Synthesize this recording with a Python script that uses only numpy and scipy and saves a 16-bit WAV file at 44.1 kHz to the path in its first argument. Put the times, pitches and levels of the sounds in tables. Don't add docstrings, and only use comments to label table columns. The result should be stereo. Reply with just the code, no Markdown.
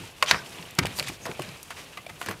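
import sys
import numpy as np
from scipy import signal
from scipy.fft import rfft, irfft
from scipy.io import wavfile

SR = 44100
rng = np.random.default_rng(int(sys.argv[2]) if len(sys.argv) > 2 else 0)


def wav_record(signal):
    frames = np.transpose(np.atleast_2d(signal))
    bounded = np.clip(frames, -1, 1)
    quanta = np.round(bounded * 32767).astype(np.int16)
    wavfile.write(sys.argv[1], SR, quanta)


def voltage_ratio(level):
    return 10 ** (np.asarray(level, float) / 20)


N = 105840

# frequency in Hz, level in dB per Hz.
ROOM_TONE = [(15, -33), (25, 8), (144, 2.5), (631, -5.5), (782, -6), (2300, -15.5), (3440, -19.5),
             (6920, -22), (15500, -11.5)]
# time in seconds, level in dB.
RESTLESSNESS = [(0, -44.5), (.14, -53), (.27, -45), (.43, -48), (.57, -44.5), (.74, -52.5), (0.902, -43.5),
                (.97, -45.5), (1.12, -45.5), (1.18, -52.5), (1.239, -47), (1.34, -47), (1.48, -46),
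                (1.66, -52.5), (1.8, -47), (2.02, -53), (2.2, -52.5), (2.4, -52.5)]
# frequency in Hz, level in dB per Hz.
RUSTLE_COLOUR = [(180, -10.5), (420, -0.5), (1300, -6.5), (2000, -6), (2600, -2), (3400, -6), (5000, -11.5),
                 (15500, -15.5)]
# start in seconds, level in dB, decay t60 in seconds, top in Hz.
PAW_THUMPS = [(.001, -46.5, 0.28, 308), (0.235, -52, 0.19, 520), (.318, -42.5, 0.47, 177),
              (0.587, -54, 0.19, 300), (.786, -30, 0.049, 400), (.812, -34, 0.37, 203),
              (1.095, -36.5, 0.072, 366), (1.258, -42.5, 0.1, 586), (1.288, -42.5, 0.22, 410),
              (1.396, -43, 0.1, 560), (1.43, -52, 0.49, 256), (2.1, -51.5, 0.23, 170),
              (2.339, -52, 0.19, 142), (2.262, -45, 0.29, 417), (2.288, -43.5, 0.2, 317)]
# start in seconds, peak in dB, pitch in Hz,
# ring length in cycles.
CONTACT_KNOCKS = [(.02, -39.5, 108.6, 9), (.035, -41, 910, 20), (0.2254, -7, 1940, 3.9),
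                  (0.2248, -13.5, 1066, 13.3), (0.2267, -23, 616, 9.5), (.238, -29, 610, 9.7),
                  (.234, -20, 2330, 12), (.3362, -16, 1800, 5.3), (0.345, -9.5, 1630, 3.3),
                  (.361, -24, 2000, 8.2), (.548, -36.5, 2790, 24), (.5855, -36, 3250, 15),
                  (0.592, -40, 950, 10), (.59, -40.5, 167, 9.6), (.6535, -37.5, 2960, 18),
                  (.673, -42, 2530, 18), (0.785, -21, 159, 5.2), (.788, -22.5, 365, 7.6),
                  (.808, -30, 270, 8.2), (0.8506, -17, 780, 2.2), (.989, -24.5, 890, 3.7),
                  (1.007, -31.5, 583, 9.9), (1.069, -39.5, 116, 11), (1.1, -29.5, 840, 1.6),
                  (1.292, -30, 386, 8.2), (1.3935, -20.5, 654, 5.2), (1.397, -28.5, 349, 9.6),
                  (1.395, -33, 136, 6.8), (1.972, -31.5, 1197, 16), (1.978, -36.5, 714, 9.2),
                  (1.976, -38.5, 2060, 77), (1.987, -37, 1150, 12), (2.065, -33.5, 680, 9),
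                  (2.065, -36.5, 2370, 31), (2.099, -43, 2070, 53), (2.214, -39.5, 700, 10.4),
                  (2.2162, -27, 1160, 5.7), (2.28, -36.5, 105, 9.4), (2.272, -27, 1490, 2.4),
                  (2.2866, -19, 1670, 2.5), (2.293, -31.5, 410, 2.8), (2.298, -29.5, 606, 1.9),
                  (2.306, -32, 920, 3.6), (2.311, -21.5, 1200, 3.1)]
# start in seconds, length in seconds, level in dB, pitch in Hz.
CLAW_RASPS = [(0.267, 0.037, -33.5, 3180), (0.277, 0.042, -36, 6000), (.315, 0.093, -46, 5320),
              (0.359, 0.047, -45, 1570), (0.976, 0.03, -42, 4600), (1.07, 0.036, -42.5, 2390),
              (1.097, 0.15, -64, 2400), (1.328, 0.047, -52, 2480), (1.442, 0.19, -58, 2430),
              (1.98, 0.046, -58.5, 2920), (0.95, 0.063, -42, 12900), (2.285, .05, -46, 13500),
              (1.211, .06, -50, 6500)]
# start in seconds, length in seconds, level in dB, pitch in Hz,
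# share of the stroke that swells (0 to 1).
CLAW_DRAGS = [(0.035, 0.059, -56, 3240, 0.62), (0.234, 0.012, -38.5, 7000, 0.086),
              (0.26, 0.059, -30.5, 3420, 0.6), (0.316, 0.041, -29, 1550, 0.083),
              (0.327, 0.086, -55, 4640, 0.21), (0.792, 0.0071, -43, 2100, 0.057),
              (0.821, 0.017, -35, 2180, 1), (0.848, 0.021, -36, 2380, 0.93), (0.942, 0.069, -41, 8000, 0.5),
              (0.977, 0.034, -38, 1770, 0.41), (1.026, 0.035, -43, 3420, 0.34),
              (1.061, 0.04, -37.5, 3900, 0.28), (1.116, 0.048, -51, 5500, 0.44),
              (1.248, 0.068, -39.5, 950, 0.27), (1.423, 0.098, -50, 2500, 0.099),
              (1.702, 0.024, -41, 1780, 0.17), (1.762, 0.061, -45, 2720, 0.15),
              (2.315, 0.032, -49.5, 2400, .2), (2.089, 0.015, -44, 2280, 0.33), (.64, 0.091, -51, 2800, .4),
              (2.186, 0.082, -48, 11000, 0.24), (2.206, 0.042, -43, 1750, 0.33),
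              (2.258, 0.03, -41.5, 2540, 0.42), (2.283, 0.056, -42, 1730, 0.37)]
# frequency in Hz, level in dB.
WEAVE_MODES = [(680, 2.5), (1050, 2.5), (1240, 4), (1490, 1), (1820, 2.5), (2050, 4), (2400, 2),
               (2900, 2.5), (3700, -2.5), (4400, 2.5), (5200, 0), (6600, -6), (8400, -9.5), (12500, -3)]
# start in seconds, peak in dB, pitch in Hz,
# sharp edge in dB, aftershock time in seconds.
STRONG_SNAPS = [(.224, -10.5, 1550, -14, 0.0044), (0.2246, -7.5, 2740, -20.5, 0.0035),
                (0.26, -21, 3200, -31, 0.003), (0.3101, -1.5, 1660, -45, 0.0029),
                (.31, 0, 4460, -21, 0.0028), (0.3346, -31, 1800, -38, 0.00077),
                (.344, -14.5, 1620, -40, 0.0019), (0.7837, -19.5, 736, -36, 0.00067),
                (.787, -6.5, 1816, -22, 0.0012), (0.7869, -7.5, 4950, -10.5, 0.0024),
                (0.7901, -11, 2070, -19.5, 0.0047), (0.8545, -16, 2830, -13, 0.0017),
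                (.867, -19, 2040, -12, 0.0014), (.987, -21.5, 4500, -4.5, 0.0032),
                (0.9958, -13, 4170, -11.5, 0.0012), (1.001, -19.5, 2600, -19, 0.0032),
                (1.025, -22, 2430, -10.5, 0.003), (1.082, -24, 2460, -5.5, 0.0096)]
# start in seconds, peak in dB, pitch in Hz,
# sharp edge in dB, aftershock time in seconds.
LIGHT_SNAPS = [(1.253, -23.5, 697, -14, 0.012), (1.395, -23.5, 1090, -12, 0.00094),
               (1.4187, -24, 2680, -10.5, 0.0062), (1.704, -27, 1390, -10.5, 0.0079),
               (1.972, -26, 2450, -16, 0.0058), (2.063, -31.5, 3500, -12, 0.0045),
               (2.096, -33, 870, -7.5, 0.0031), (2.213, -21, 1150, -12, 0.0025),
               (2.227, -29.5, 3060, -9.5, 0.0013), (2.26, -24, 1240, -5, 0.0017),
               (2.285, -20, 1610, -13, 0.0044), (2.31, -24.5, 1330, -11, 0.0029)]
# start in seconds, peak in dB, pitch in Hz, sharp edge in dB,
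# aftershock time in seconds.
FIBRE_TICKS = [
    (0.46, -31.5, 3170, -17, 0.0065),
    (0.624, -30, 2780, -28, 0.0038),
    (0.707, -40, 6540, 2, .001),
    (.75, -38, 9900, 1, 0.00082),
    (1.262, -25, 4800, -10.5, 0.0018),
    (1.3135, -24.5, 2440, -32, 0.0035),
    (1.488, -29.5, 4000, -14, 0.0035),
    (1.628, -27.5, 8700, -3, 0.002),
    (1.931, -36.5, 2900, -24, 0.003),
    (2.292, -36, 12500, 0, 0.0057),
]

DRAG_GRAINS_PER_S = 12000


def rms_one(x):
    return x / np.sqrt(np.mean(x ** 2) + 1e-20)


def level_at(points, hz):
    table_hz, table_db = np.transpose(points)
    return np.interp(np.log(hz), np.log(table_hz), table_db)


def shaped(x, spectrum):
    hz = np.arange(len(x) // 2 + 1) * SR / len(x) + 1
    return rms_one(irfft(rfft(x) * voltage_ratio(level_at(spectrum, hz)), len(x)))


def filtered(x, order, hz, kind):
    return signal.sosfilt(signal.butter(order, hz, kind, fs=SR, output="sos"), x)


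def drift(rate):
    r = np.exp(-80 * np.pi * rate / SR)
    noise = rng.standard_normal(N // 40 + 1002)
    slow = signal.lfilter([1], [1, -2 * r, r * r], noise)[1000:]
    return np.interp(np.arange(N) / 40, np.arange(len(slow)), rms_one(slow))


def ring(x, hz, t60):
    r, w = voltage_ratio(-60 / (t60 * SR)), 2 * np.pi * hz / SR
    return signal.lfilter([0, np.sin(w)], [1, -2 * r * np.cos(w), r * r], x + 1e-18)


def grains(size, per_s, spread_db):
    chance, luck, side = rng.random((3, size))
    height_db = spread_db * np.minimum(-np.log(luck + 1e-9), 5)
    return (chance < per_s / SR) * voltage_ratio(height_db) * np.sign(side - .5)


def add(out, s, x):
    i = int(s * SR)
    out[i:i + len(x)] += x[:len(out) - i]


def hum():
    return voltage_ratio(-52 + 1.2 * drift(2.5)) * shaped(rng.standard_normal(N), ROOM_TONE)


def rustle():
    hz = np.arange(N // 2 + 1) * SR / N
    edges_hz = [150, 1200, 4500, 17000]
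    crackle = 0
    for low, high in zip(edges_hz, edges_hz[1:]):
        part = grains(N, 5000, spread_db=2.0) * voltage_ratio(1.5 * drift(14))
        crackle = crackle + irfft(rfft(part) * ((hz >= low) & (hz < high)), N)
    shuffle = rms_one(filtered(rng.standard_normal(N), 2, (78.4, 170), "band"))
    both = voltage_ratio(2) * shaped(crackle, RUSTLE_COLOUR) + voltage_ratio(-8.5 + 5.3 * drift(17)) * shuffle
    s, db = np.transpose(RESTLESSNESS)
    return voltage_ratio(np.interp(np.arange(N) / SR, s, db)) * both


def echo(x, t60, cut_hz):
    t = np.arange(12000) / SR
    tail = rng.standard_normal(len(t)) * voltage_ratio(-60 * t / t60)
    tail = filtered(tail, 1, cut_hz, "low")
    return signal.fftconvolve(x, tail / np.sqrt(np.sum(tail ** 2)))[:N]


def thumps():
    out, t = np.zeros(N), np.arange(14000) / SR
    for s, db, t60, top_hz in PAW_THUMPS:
        push = rng.standard_normal(len(t)) * voltage_ratio(-60 * t / t60) * np.minimum(t / 0.00045, 1)
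        x = filtered(push, 2, [69.4, top_hz], "band")
        add(out, s, voltage_ratio(db) * x / np.sqrt(np.mean(x[t < t60 / 4] ** 2)))
    return out


def knocks():
    out, click = np.zeros(N), np.eye(1, 6000)[0]
    for s, db, hz, cycles in CONTACT_KNOCKS:
        x = ring(ring(click, hz, cycles / hz), hz, cycles / hz)
        x = filtered(x, 2, hz / 4, "high")
        add(out, s, voltage_ratio(db) * x / np.abs(x).max())
    return out


def rasps():
    out = np.zeros(N)
    for s, length, db, hz in CLAW_RASPS:
        u = np.arange(8000) / SR / length
        fade = np.abs(np.sin(np.pi * np.minimum(u, 1)))
        slips = fade * grains(len(u), DRAG_GRAINS_PER_S / 2, spread_db=3.0)
        t60 = 13 / hz
        x = ring(ring(slips, hz, t60), hz, t60)
        add(out, s, voltage_ratio(db) * x / np.sqrt(np.mean(x[u < 1] ** 2)))
    return out


def drags():
    out, pitches = np.zeros(N), np.geomspace(500, 14000, 16)
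    for s, length, db, hz, rise in CLAW_DRAGS:
        u = np.arange(5000) / SR / length
        swell = np.interp(u, [0, np.clip(rise, .05, .95), 1, 1.3], [0.041, 1.0, 0.39, 0.06])
        x = 0
        for f in pitches:
            ticks = swell * grains(len(u), DRAG_GRAINS_PER_S / 8, spread_db=2.5)
            level = voltage_ratio(-8 * abs(np.log2(f / hz))) * np.sqrt(f)
            x = x + level * ring(ticks, f, 14 / f)
        add(out, s, voltage_ratio(db) * x / np.sqrt(np.mean(x[u < 1] ** 2)))
    return out


def snaps():
    below_db_per_oct, above_db_per_oct, detune = 10.5, 4.5, 0.0087
    lag_s = .0012
    out, t = np.zeros(N), np.arange(3000) / SR
    for s, db, hz, edge_db, slip_s in STRONG_SNAPS + LIGHT_SNAPS + FIBRE_TICKS:
        bends = rng.standard_normal((len(WEAVE_MODES), 2))[:, 1]
        body = 0
        for k, ((f, mode_db), bend) in enumerate(zip(WEAVE_MODES, bends)):
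            kick = voltage_ratio(-9) * grains(len(t), 2500, spread_db=2.0) * np.exp(-t / (slip_s + .0003))
            kick[0] = (-1) ** k
            octaves = np.log2(f / hz)
            slope_db = above_db_per_oct * octaves if octaves > 0 else -below_db_per_oct * octaves
            mode = ring(kick, f * (1 + detune * bend), 16 / f)
            body = body + voltage_ratio(mode_db - slope_db) * rms_one(mode)
        body = body + voltage_ratio(3.4) * rms_one(ring(kick, hz, 18 / hz))
        burst = rng.standard_normal(len(t)) * np.exp(-t / (0.0023 + slip_s / 2))
        edge = filtered(burst, 2, 6000, "high")
        snap = body / np.abs(body).max() + voltage_ratio(edge_db + 3.5) * edge
        add(out, s + lag_s, voltage_ratio(db - 0.5) * snap)
    return filtered(out, 2, 330, "high")


def scene():
    cat = snaps() + drags() + thumps() + knocks()
    around = rustle() + hum()
    cat = cat + rasps()
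    mid = cat + voltage_ratio(-21.5) * echo(cat, 0.33, cut_hz=880) + around
    side = voltage_ratio(-25.5) * np.roll(cat, 150) + voltage_ratio(-19) * echo(around, 0.0067, cut_hz=7200)
    side = filtered(side, 1, 144, "high")
    pan_db = 0.2
    return np.array([mid + side, mid - side]) * voltage_ratio(np.array([[pan_db / 2], [-pan_db / 2]]))


def low_pass(x):
    return signal.sosfilt(signal.butter(12, 15900, fs=SR, output="sos"), x)


def record(dry):
    heard = filtered(dry, 2, [55, 10870], "band")
    heard = signal.sosfilt(signal.cheby2(10, 50, 16600, fs=SR, output="sos"), heard)
    return low_pass(np.clip(heard, -1, 1))


dry = scene()
out = record(dry)
wav_record(out)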